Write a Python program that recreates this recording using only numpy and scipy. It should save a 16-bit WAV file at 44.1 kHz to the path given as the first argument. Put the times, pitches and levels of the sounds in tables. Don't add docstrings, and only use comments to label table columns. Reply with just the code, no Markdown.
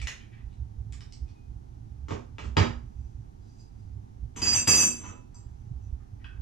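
import sys
import numpy as np
from scipy import signal
from scipy.fft import rfft, irfft, next_fast_len
from scipy.io import wavfile
from scipy.ndimage import uniform_filter1d, minimum_filter1d

SR = 44100
rng = np.random.default_rng(int(sys.argv[2]) if len(sys.argv) > 2 else 0)


def unload_wav(signal):
    wavfile.write(
        sys.argv[1],
        SR,
        np.round(np.clip(np.atleast_2d(signal).T, -1, 1) * 32767).astype(np.int16),
    )


def to_linear_factor(level_db):
    exponent = np.asarray(level_db, float) / 20
    return 10 ** exponent


N = 282681
TIME = np.arange(N) / SR
SIZE = next_fast_len(N + SR)
HZ = np.maximum(np.arange(SIZE // 2 + 1) * SR / SIZE, 1)
TREMOR = 1e-9 * rng.standard_normal(N)


def rms_one(x):
    return x / np.sqrt(np.mean(x ** 2) + 1e-20)


def filtered(x, order, hz, kind="low"):
    return signal.sosfilt(signal.butter(order, hz, kind, fs=SR, output="sos"), x)


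def at_hz(rows, hz):
    f, *columns = np.transpose(rows)
    return [np.interp(np.log(hz), np.log(f), c) for c in columns]


def colour(x, spectrum):
    cepstrum = irfft(np.log(to_linear_factor(at_hz(spectrum, HZ)[0])), SIZE)
    cepstrum[1:SIZE // 2] *= 2
    cepstrum[SIZE // 2 + 1:] = 0
    gain = np.exp(rfft(cepstrum))
    gain = gain / np.sqrt(np.mean(abs(gain) ** 2))
    return irfft(rfft(x, SIZE) * gain, SIZE)[:N]


def resonance(x, hz, width):
    r = np.exp(-np.pi * width / SR)
    zeros = np.sqrt((1 - r * r) / 2) * np.array([1, 0, -1])
    poles = [1, -2 * r * np.cos(2 * np.pi * hz / SR), r * r]
    return signal.lfilter(zeros, poles, x + TREMOR[:len(x)])


def drift(hz):
    return rms_one(filtered(rng.standard_normal(N + SR), 2, hz)[SR:])


def grains(per_s, spread_db):
    sizes = to_linear_factor(spread_db * np.minimum(rng.exponential(1, N), 5)) * rng.choice([-1, 1], N)
    return rms_one(sizes * (rng.random(N) < per_s / SR))


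def contacts(times, levels_db, length, rough):
    jolts, blows, age = np.zeros(N + SR), np.zeros(N), TIME[:SR // 5]
    for s, db in zip(times, levels_db):
        jolts[int(s * SR):][:len(age)] += to_linear_factor(db) * np.exp(-age / length)
        blows[int(s * SR)] += to_linear_factor(db) * np.sqrt(length * SR / 2)
    return rough * jolts[:N] * rng.standard_normal(N) + np.sqrt(1 - rough ** 2) * blows


def swells(rows):
    s, half, db = np.transpose(rows)[:3, :, None]
    return db - 12 * (abs(TIME - s) / half) ** 1.5


def stroke(start, hold, db):
    landing_s, lift_db_per_s = 0.0077, 332.5
    landing = 45 * np.maximum(start - TIME, 0) / landing_s
    return db - landing - lift_db_per_s * np.maximum(TIME - start - hold, 0)


def loudest(levels_db, *traits):
    lead = np.argmax(levels_db, axis=0)
    lent = [uniform_filter1d(np.asarray(trait, float)[lead], size=400) for trait in traits]
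    return [np.max(levels_db, axis=0)] + lent


# f/Hz, level/dB per Hz
HUSH = [(20, -19.5), (54, -4.5), (111, -1.5), (147, -23.5), (225, -25), (377, -35.5), (571, -51.5),
        (818, -41.5), (1020, -51.5), (2400, -59), (5000, -60), (6100, -58), (7500, -65.5), (13000, -71.5),
        (14000, -90.5)]


def hush():
    out = to_linear_factor(-40.5) * np.array([colour(rng.standard_normal(N), HUSH) for field in range(2)])
    low_band = signal.butter(2, [48, 130], "band", fs=SR, output="sos")
    return out - 0.72 * signal.sosfiltfilt(low_band, out)


# t/s, half length/s, level/dB, f/Hz
FIRST_MODE_SWELLS = [(0.02, .07, -34.5, 62.2), (.46, .07, -40.5, 57.1), (.61, 0.041, -32, 65.5),
                     (.86, 0.19, -38.5, 62.4), (1.23, 0.031, -30, 62), (1.52, 0.11, -43.5, 60.76),
                     (1.75, .12, -46, 59.3), (2.0, .14, -37.5, 65.4), (2.31, .05, -47.5, 69.97),
                     (2.51, .08, -33.5, 64.6), (2.6, .06, -31.5, 72), (2.78, 0.13, -37, 63),
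                     (3.0, 0.073, -34.5, 64.16), (3.18, .04, -37.5, 61.6), (3.41, 0.0496, -43, 61.03),
                     (3.62, 0.028, -53.5, 61.95), (3.95, 0.091, -37, 63), (4.22, 0.078, -37, 63.82),
                     (4.53, .13, -39, 64.74), (4.75, .06, -38.5, 66), (5.47, 0.14, -46.5, 65),
                     (5.77, 0.044, -34, 64.47), (5.93, .06, -33.5, 62.6), (6.2, 0.12, -45, 57),
                     (6.41, 0.088, -29.5, 52)]
# t/s, half length/s, level/dB, f/Hz
SECOND_MODE_SWELLS = [(0.001, 0.033, -39.5, 96.42), (0.379, 0.11, -48.5, 111.6),
                      (0.618, 0.058, -42.5, 111.5), (0.833, 0.19, -42.5, 105.6), (1.021, 0.076, -46, 110.3),
                      (1.301, 0.075, -51, 110.4), (1.538, 0.049, -41.5, 107.1), (1.845, 0.17, -47.5, 114),
                      (2.156, 0.056, -39, 109.9), (2.401, 0.13, -47.5, 104), (2.611, 0.034, -19, 101.3),
                      (2.757, 0.23, -43, 111.1), (3.181, 0.035, -38.5, 112.6), (3.418, 0.047, -50.5, 97.97),
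                      (3.617, 0.049, -51.5, 119.8), (3.946, 0.12, -38.5, 101.6), (4.239, 0.052, -43, 114.2),
                      (4.551, 0.15, -45.5, 109.1), (4.826, 0.045, -42.5, 93.95), (5.093, .07, -44.5, 96.8),
                      (5.47, 0.091, -49.5, 120.1), (5.708, 0.11, -43.5, 114.3), (5.879, 0.1, -39.5, 100.2),
                      (6.142, 0.031, -36.5, 103.9), (6.41, 0.033, -34, 101.6)]


def rumble():
    rest_db = -59
    out = 0
    for rows in (FIRST_MODE_SWELLS, SECOND_MODE_SWELLS):
        db, hz = loudest(swells(rows), np.transpose(rows)[3])
        level = to_linear_factor(np.maximum(db, rest_db) + 5.06 * drift(26.7))
        out = out + level * np.sin(2 * np.pi * np.cumsum(hz + 2.0 * drift(7.9)) / SR)
    return out * [[1], [.15]]


# t/s, half length/s, level/dB, centre f/Hz
RUSTLES = [(0.001, 0.0049, -36.5, 2920), (.12, .04, -75, 2200), (0.208, 0.033, -54, 2310),
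           (0.334, 0.017, -54.5, 2120), (0.388, 0.028, -60, 1980), (0.513, 0.026, -71, 3080),
           (3.475, 0.085, -73, 4940), (3.594, 0.044, -67, 5340), (3.804, 0.063, -77.5, 5960),
           (5.361, .045, -65.5, 1180), (5.469, 0.069, -76, 1310), (5.777, .2, -78.5, 1100),
           (6.007, 0.032, -67.5, 1410), (6.214, 0.02, -61.5, 1825), (6.35, 0.047, -64, 1500)]


def cloth():
    level_db, centre_hz = loudest(swells(RUSTLES), np.transpose(RUSTLES)[3])
    slips = to_linear_factor(level_db - 16) * grains(per_s=5000, spread_db=2.5)
    out = np.zeros(N)
    for hz in np.geomspace(700, 7500, 13):
        share = np.exp(-(np.log2(hz / centre_hz) / .35) ** 2)
        band = resonance(resonance(share * slips, hz, .3 * hz), hz, .3 * hz)
        out += band * np.sqrt(hz / 2000)
    return out


# t/s, f/Hz, level/dB, t60/s
METAL_RINGS = [(0.021, 5500, -37, 0.0067), (.072, 5130, -33.5, 0.015), (4.535, 2625, -33, 0.22),
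               (4.565, 2640, -30.5, 0.11), (4.42, 2621, -40.5, .25), (4.42, 3000, -34.5, .02),
               (5.045, 2615, -50, 0.32), (4.9, 2615, -66, .26), (5.345, 4858, -59.5, 0.17),
               (5.345, 6051, -56, .2), (5.345, 5987, -60, .2), (5.345, 7553, -56.5, 0.17),
               (5.345, 7595, -62, .2), (4.72, 2621, -35, 0.43), (4.86, 2621, -39, .3),
               (5.042, 1446, -40, 0.027), (0.016, 2380, -29.5, 0.016), (.072, 1970, -30, 0.019),
               (0.072, 2470, -32.5, 0.03), (.072, 3360, -29.5, 0.018), (0.074, 6460, -25.5, 0.0074),
               (.073, 12750, -40, 0.008), (.02, 12800, -56, .008), (.073, 6600, -39, .004),
               (4.421, 850, -45.5, 0.4), (0.924, 7200, -38.5, 0.0078), (1.007, 5270, -38.5, 0.0078),
               (0.93, 5200, -44.5, .008), (1.266, 2500, -70.5, 0.56), (1.36, 2490, -72, 0.26),
               (2.572, 4880, -23.5, 0.032), (2.571, 1600, -32, 0.0045), (4.365, 973, -46, 0.3),
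               (5.035, 996, -44, 0.19), (5.09, 1276, -41, 0.028), (5.347, 969, -58.5, 0.11),
               (6.245, 1500, -47, 0.059), (6.245, 1544, -44.5, 0.055), (6.246, 1830, -46.5, 0.028),
               (6.244, 2570, -43.5, 0.062), (6.243, 2933, -43.5, 0.017), (6.246, 3290, -44.5, 0.029),
               (6.244, 4700, -60, 0.023), (6.242, 5180, -54, 0.0091), (6.292, 1448, -57, 0.16)]


def metal_rings():
    out = np.zeros(N)
    for s, hz, db, t60 in METAL_RINGS:
        age = TIME[:min(SR // 2, N - int(s * SR))]
        out[int(s * SR):][:len(age)] += to_linear_factor(db - 60 * age / t60) * np.sin(2 * np.pi * hz * age)
    return out


# body level/dB, wheel level/dB, screw level/dB
TOOL_TICKS = [(0.0169, -32.5, 1, -8, -2), (0.0713, -20, -15, -14, -14), (0.087, -41, -12, -6, -4),
              (0.101, -41, -10, -10, -13), (0.5294, -53, -8, -8, -10), (0.9245, -39.5, -5, -4, -5),
              (0.932, -41, -6, -10, -10), (0.924, -60, -5, 0, 3), (1.0075, -38, -3.5, -11, -14),
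              (1.124, -40.5, -12, 3.5, -5.5), (1.281, -54.5, -5.5, 3, -12), (1.29, -52, -5.5, 0, -12),
              (1.312, -58, -5.5, 1, -12)]
TOOL_PART_EDGES = [1100, 2000, 4000, 6000, 8300]


def tool():
    s, jaw_db, body_db, wheel_db, screw_db = np.transpose(TOOL_TICKS)
    parts_db = body_db, 0, wheel_db, screw_db
    out = metal_rings()
    for low, high, part_db in zip(TOOL_PART_EDGES, TOOL_PART_EDGES[1:], parts_db):
        jolts = contacts(s, jaw_db + part_db + 2.5, length=0.0026, rough=0.66)
        out += filtered(jolts, 3, [low, high], "band")
    return signal.sosfilt(signal.cheby2(10, 60, 13600, fs=SR, output="sos"), out)


# f/Hz, level/dB, t60/s
TUB_MODES = [(62, -15, 1), (92.4, 0, 0.23), (163, -8.5, 0.11), (199.3, -14.5, 0.2), (237.7, -4.5, 0.4),
             (302.5, -6.5, 0.11), (343.5, -11, 0.2), (376.7, -11, 0.13), (416, -14, 0.05)]


def tub(force):
    boom = np.zeros(N)
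    for k, (hz, db, t60) in enumerate(TUB_MODES):
        boom += to_linear_factor(db) * (-1) ** k * resonance(force, hz, 2.2 / t60)
    return filtered(boom, 4, 2500)


# boom level/dB, body level/dB, treble level/dB
TUB_KNOCKS = [(2.084, -39, -3, -12, -1), (2.107, -35, 3, -3, -3.5), (2.3836, -35, -10.5, -12.5, -5.5),
              (2.439, -43.5, 2, -10.5, -1.5), (2.5685, -11.5, -6.5, -13, -10),
              (4.362, -42.5, -9, -13.5, -4), (4.418, -36.5, -11.5, -11, -1), (4.6781, -29, -15, -11.5, -1),
              (5.0, -49.5, -2.5, -7.5, -15), (5.038, -48, -4, -6, -6), (5.114, -52, -25.5, -1, -14)]
# f/Hz, level/dB per Hz
BODY_SPECTRUM = [(250, -29.5), (400, 2.5), (600, 1), (900, 2), (1200, -4.5), (1600, -39.5), (5000, -100)]
# f/Hz, level/dB per Hz
SLAP_SPECTRUM = [(500, -25), (800, -4), (1250, 9.5), (1800, 5.5), (2500, 7), (3200, 4.5), (4000, -2.5),
                 (5000, -35), (8000, -101)]
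# f/Hz, level/dB per Hz
CRACK_SPECTRUM = [(3000, -25), (4200, -4), (5500, -4), (7000, -6), (7900, -13), (8500, -33), (10000, -38),
                  (12800, -30), (13200, -75), (16000, -110)]


def knocks():
    s, peak_db, boom_db, body_db, treble_db = np.transpose(TUB_KNOCKS)
    contact_s = 0.013
    boom = tub(contacts(s, peak_db + boom_db + 5.0, contact_s, rough=.3))
    body = colour(contacts(s, peak_db + body_db + 2.0, contact_s, rough=.55), BODY_SPECTRUM)
    slap = colour(contacts(s, peak_db - 5.0, contact_s, rough=.82), SLAP_SPECTRUM)
    crack = colour(contacts(s, peak_db + treble_db - 10.0, contact_s, rough=0.99), CRACK_SPECTRUM)
    return boom + body + slap + crack


PIPE_MODES = [2621, 7080, 4834, 4858, 5987, 6051, 6142, 6378, 6792, 7465, 7553, 7595, 8439, 9674, 9730,
              10270, 10507, 11120, 11300, 12738, 12890, 13080, 13500, 13640, 14280, 14500, 14660]
# width/Hz, level/dB
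PIPE_WIDTHS = [(16.14, -8), (220, -20), (20.5, -12.5), (17.1, 1), (25.3, -3.5), (16.2, 0), (20, -14.5),
               (24.89, -9), (22.4, -9.5), (40, -8), (18, -5.5), (19.4, -7.5), (24, -17.5), (22.4, -19.5),
               (18.2, -27), (129.7, -30), (22, -21.5), (24, -26), (129.9, -29), (20, -28.5), (24.1, -38),
               (30, -35), (25.56, -37), (25.96, -35), (45, -33), (40, -34), (40.05, -32)]


def pipe(force, oval_db, top_db, damping=1):
    held = slice(int(2.8 * SR), None)
    plain, oval, top = force[held], (to_linear_factor(oval_db) * force)[held], (to_linear_factor(top_db) * force)[held]
    out = np.zeros(N)
    for hz, (width, db) in zip(PIPE_MODES, PIPE_WIDTHS):
        wide = max(width, 12) * damping
        drive = oval if 4000 < hz < 5500 else top if hz > 9000 else plain
        gain = to_linear_factor(db) * wide / 1000 * np.sqrt(SR / wide) / 8
        out[held] += gain * resonance(resonance(drive, hz, wide), hz, 5 * wide)
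    return out


# t/s, half length/s, level/dB, oval modes level/dB
FINGER_SLIDES = [
    (3.019, .2, -89.5, -7.5),
    (3.5, 0.1, -86.5, -2),
    (3.597, 0.029, -78, 2.5),
    (3.791, 0.073, -95, -0.5),
    (5.606, 0.17, -93.5, -8),
    (5.83, 0.034, -84, -14),
]


def fingers():
    flick_s, flick_db, flick_oval_db = 5.342, -80, -12
    levels_db = np.vstack([swells(FINGER_SLIDES), stroke(flick_s, 0.018, flick_db)])
    rub_db, oval_db = loudest(levels_db, [row[3] for row in FINGER_SLIDES] + [flick_oval_db])
    nail = rng.standard_normal(N)
    fingertip = filtered(nail, 6, 6700)
    touch = np.where(abs(TIME - flick_s) < .1, nail, fingertip)
    return pipe(to_linear_factor(rub_db + 5) * touch, oval_db, top_db=-8, damping=3.5)


# start t/s, hold/s, pressure level/dB, grit level/dB, oval modes level/dB
RIM_STROKES = [
    (4.36, .008, -46, 3.5, -16),
    (4.419, 0.067, -39.5, -0.5, 4.5),
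    (4.513, 0.038, -33.5, -5, 2),
    (4.565, 0.034, -49.5, -5.5, -4.5),
    (4.672, 0.039, -26, -5, 5.5),
    (4.742, 0.069, -28.5, -10.5, -7.5),
    (4.922, 0.053, -58, -3, -14),
    (5.035, 0.016, -58.5, 1.5, -17),
    (5.054, 0.061, -77.5, 10, -18),
]
# t/s, peak level/dB
RIM_TAPS = [
    (4.362, -41),
    (4.417, -26.5),
    (4.567, -38.5),
    (4.676, -18),
]
# f/Hz, level/dB per Hz
GRIT_SPECTRUM = [(250, -42), (420, 3.5), (600, -5.5), (1200, -3.5), (2500, -2), (3500, -4.5), (4200, -17),
                 (5400, -27), (6500, -22.5), (7100, -9.5), (8200, -30.5), (9000, -41.5), (11500, -62.5),
                 (15000, -80.5)]


def drag():
    start, hold, db, grit, oval = np.transpose(RIM_STROKES)
    ring_db, grit_db, oval_db = loudest(stroke(start[:, None], hold[:, None], db[:, None]), grit, oval)
    over_db = ring_db + 36.5
    top_db = 0.5 + 0.45 * np.maximum(over_db, -40)
    tub_db = np.minimum(-35 + 0.49 * over_db, ring_db + 17.5)
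    slips = grains(per_s=3700, spread_db=4.5) * to_linear_factor(1.7 * drift(21))
    s, tap_db = np.transpose(RIM_TAPS)
    taps = contacts(s, tap_db + 8.5, length=0.0014, rough=0.39)
    song = pipe(to_linear_factor(ring_db + 1.0) * slips + taps, oval_db, top_db)
    scrape = colour(to_linear_factor(ring_db + grit_db) * slips, GRIT_SPECTRUM)
    return song + scrape + tub(to_linear_factor(tub_db - 5.5) * slips + to_linear_factor(1.0) * taps)


# f/Hz, t60/s
ROOM_DECAY = [(100, 0.17), (300, 0.32), (1000, 0.36), (3000, 0.31), (8000, 0.31), (14000, 0.27)]


def room(dry):
    t, edges = TIME[:SR], 40 * 2 ** np.arange(0, 9.1, .5)
    tails, white = 0, rng.standard_normal((2, 2, SR))
    for k, (low, high) in enumerate(zip(edges, edges[1:])):
        band = filtered(white[k % 2], 2, [low, high], "band")
        tails = tails + band * to_linear_factor(-60 * t / at_hz(ROOM_DECAY, np.sqrt(low * high))[0])
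    tails = tails * np.clip((t - .001) / 0.0079, 0, 1)
    tails[0, 0] += to_linear_factor(-0.5) * np.sqrt(np.sum(tails[0] ** 2))
    tails = tails / np.sqrt(np.sum(tails ** 2, axis=1, keepdims=True))
    return signal.fftconvolve(dry[None], tails, axes=1)[:, :N]


# f/Hz, likeness/0-1, right phase/rad, left minus right level/dB
AIR_AT_PORTS = [(60, .96, 0, -8.5), (120, .9, -.2, -7.5), (250, .4, -1.8, -5), (550, .82, -3.0, -1.5),
                (1300, .7, -3.0, 0), (2400, .2, -2.3, 0), (3800, .42, -.4, -1), (5200, .15, 0, -2.5),
                (7500, .05, 0, 1.5), (14000, .03, 0, 0)]
# f/Hz, likeness/0-1, right phase/rad, left minus right level/dB
NEAR_AT_PORTS = [(60, .92, 0, -10), (120, .88, -.2, -9), (350, .85, -1.1, -7), (550, .85, -3.0, -3),
                 (750, .6, -3.6, -6), (950, .3, -1.0, -4.5), (1400, .45, -1.5, -3.5), (2200, .6, -1, 0),
                 (3400, .65, -.5, -1), (4800, .55, .5, -5.5), (7500, .3, 1.2, -1), (9500, .6, 2.1, -2),
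                 (14000, .4, 1.6, 0)]


def ports(pair, table):
    alike, phase, left_db = at_hz(table, HZ)
    alike = np.clip(alike, 0, .99)
    turn = to_linear_factor(-left_db) * np.exp(1j * phase)
    even = 2 / np.sqrt(abs(1 + turn * alike) ** 2 + abs(turn) ** 2 * (1 - alike ** 2))
    first, second = rfft(pair, SIZE)
    right = turn * (alike * first + np.sqrt(1 - alike ** 2) * second)
    return irfft(even * np.array([first, right]), SIZE)[:, :N]


def scene():
    near = cloth() + tool() + knocks() + fingers() + drag()
    return ports(room(near), NEAR_AT_PORTS) + ports(hush() + rumble(), AIR_AT_PORTS)


def roll_off(x):
    return signal.sosfilt(signal.butter(12, 15480, fs=SR, output="sos"), x)


def record(dry):
    peaks = -minimum_filter1d(-abs(dry).max(0), size=400)
    level = uniform_filter1d(peaks, size=200)
    held = dry / (1 + (level / .45) ** 4) ** .25
    return roll_off(held)


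dry = scene()
out = record(dry)
unload_wav(out)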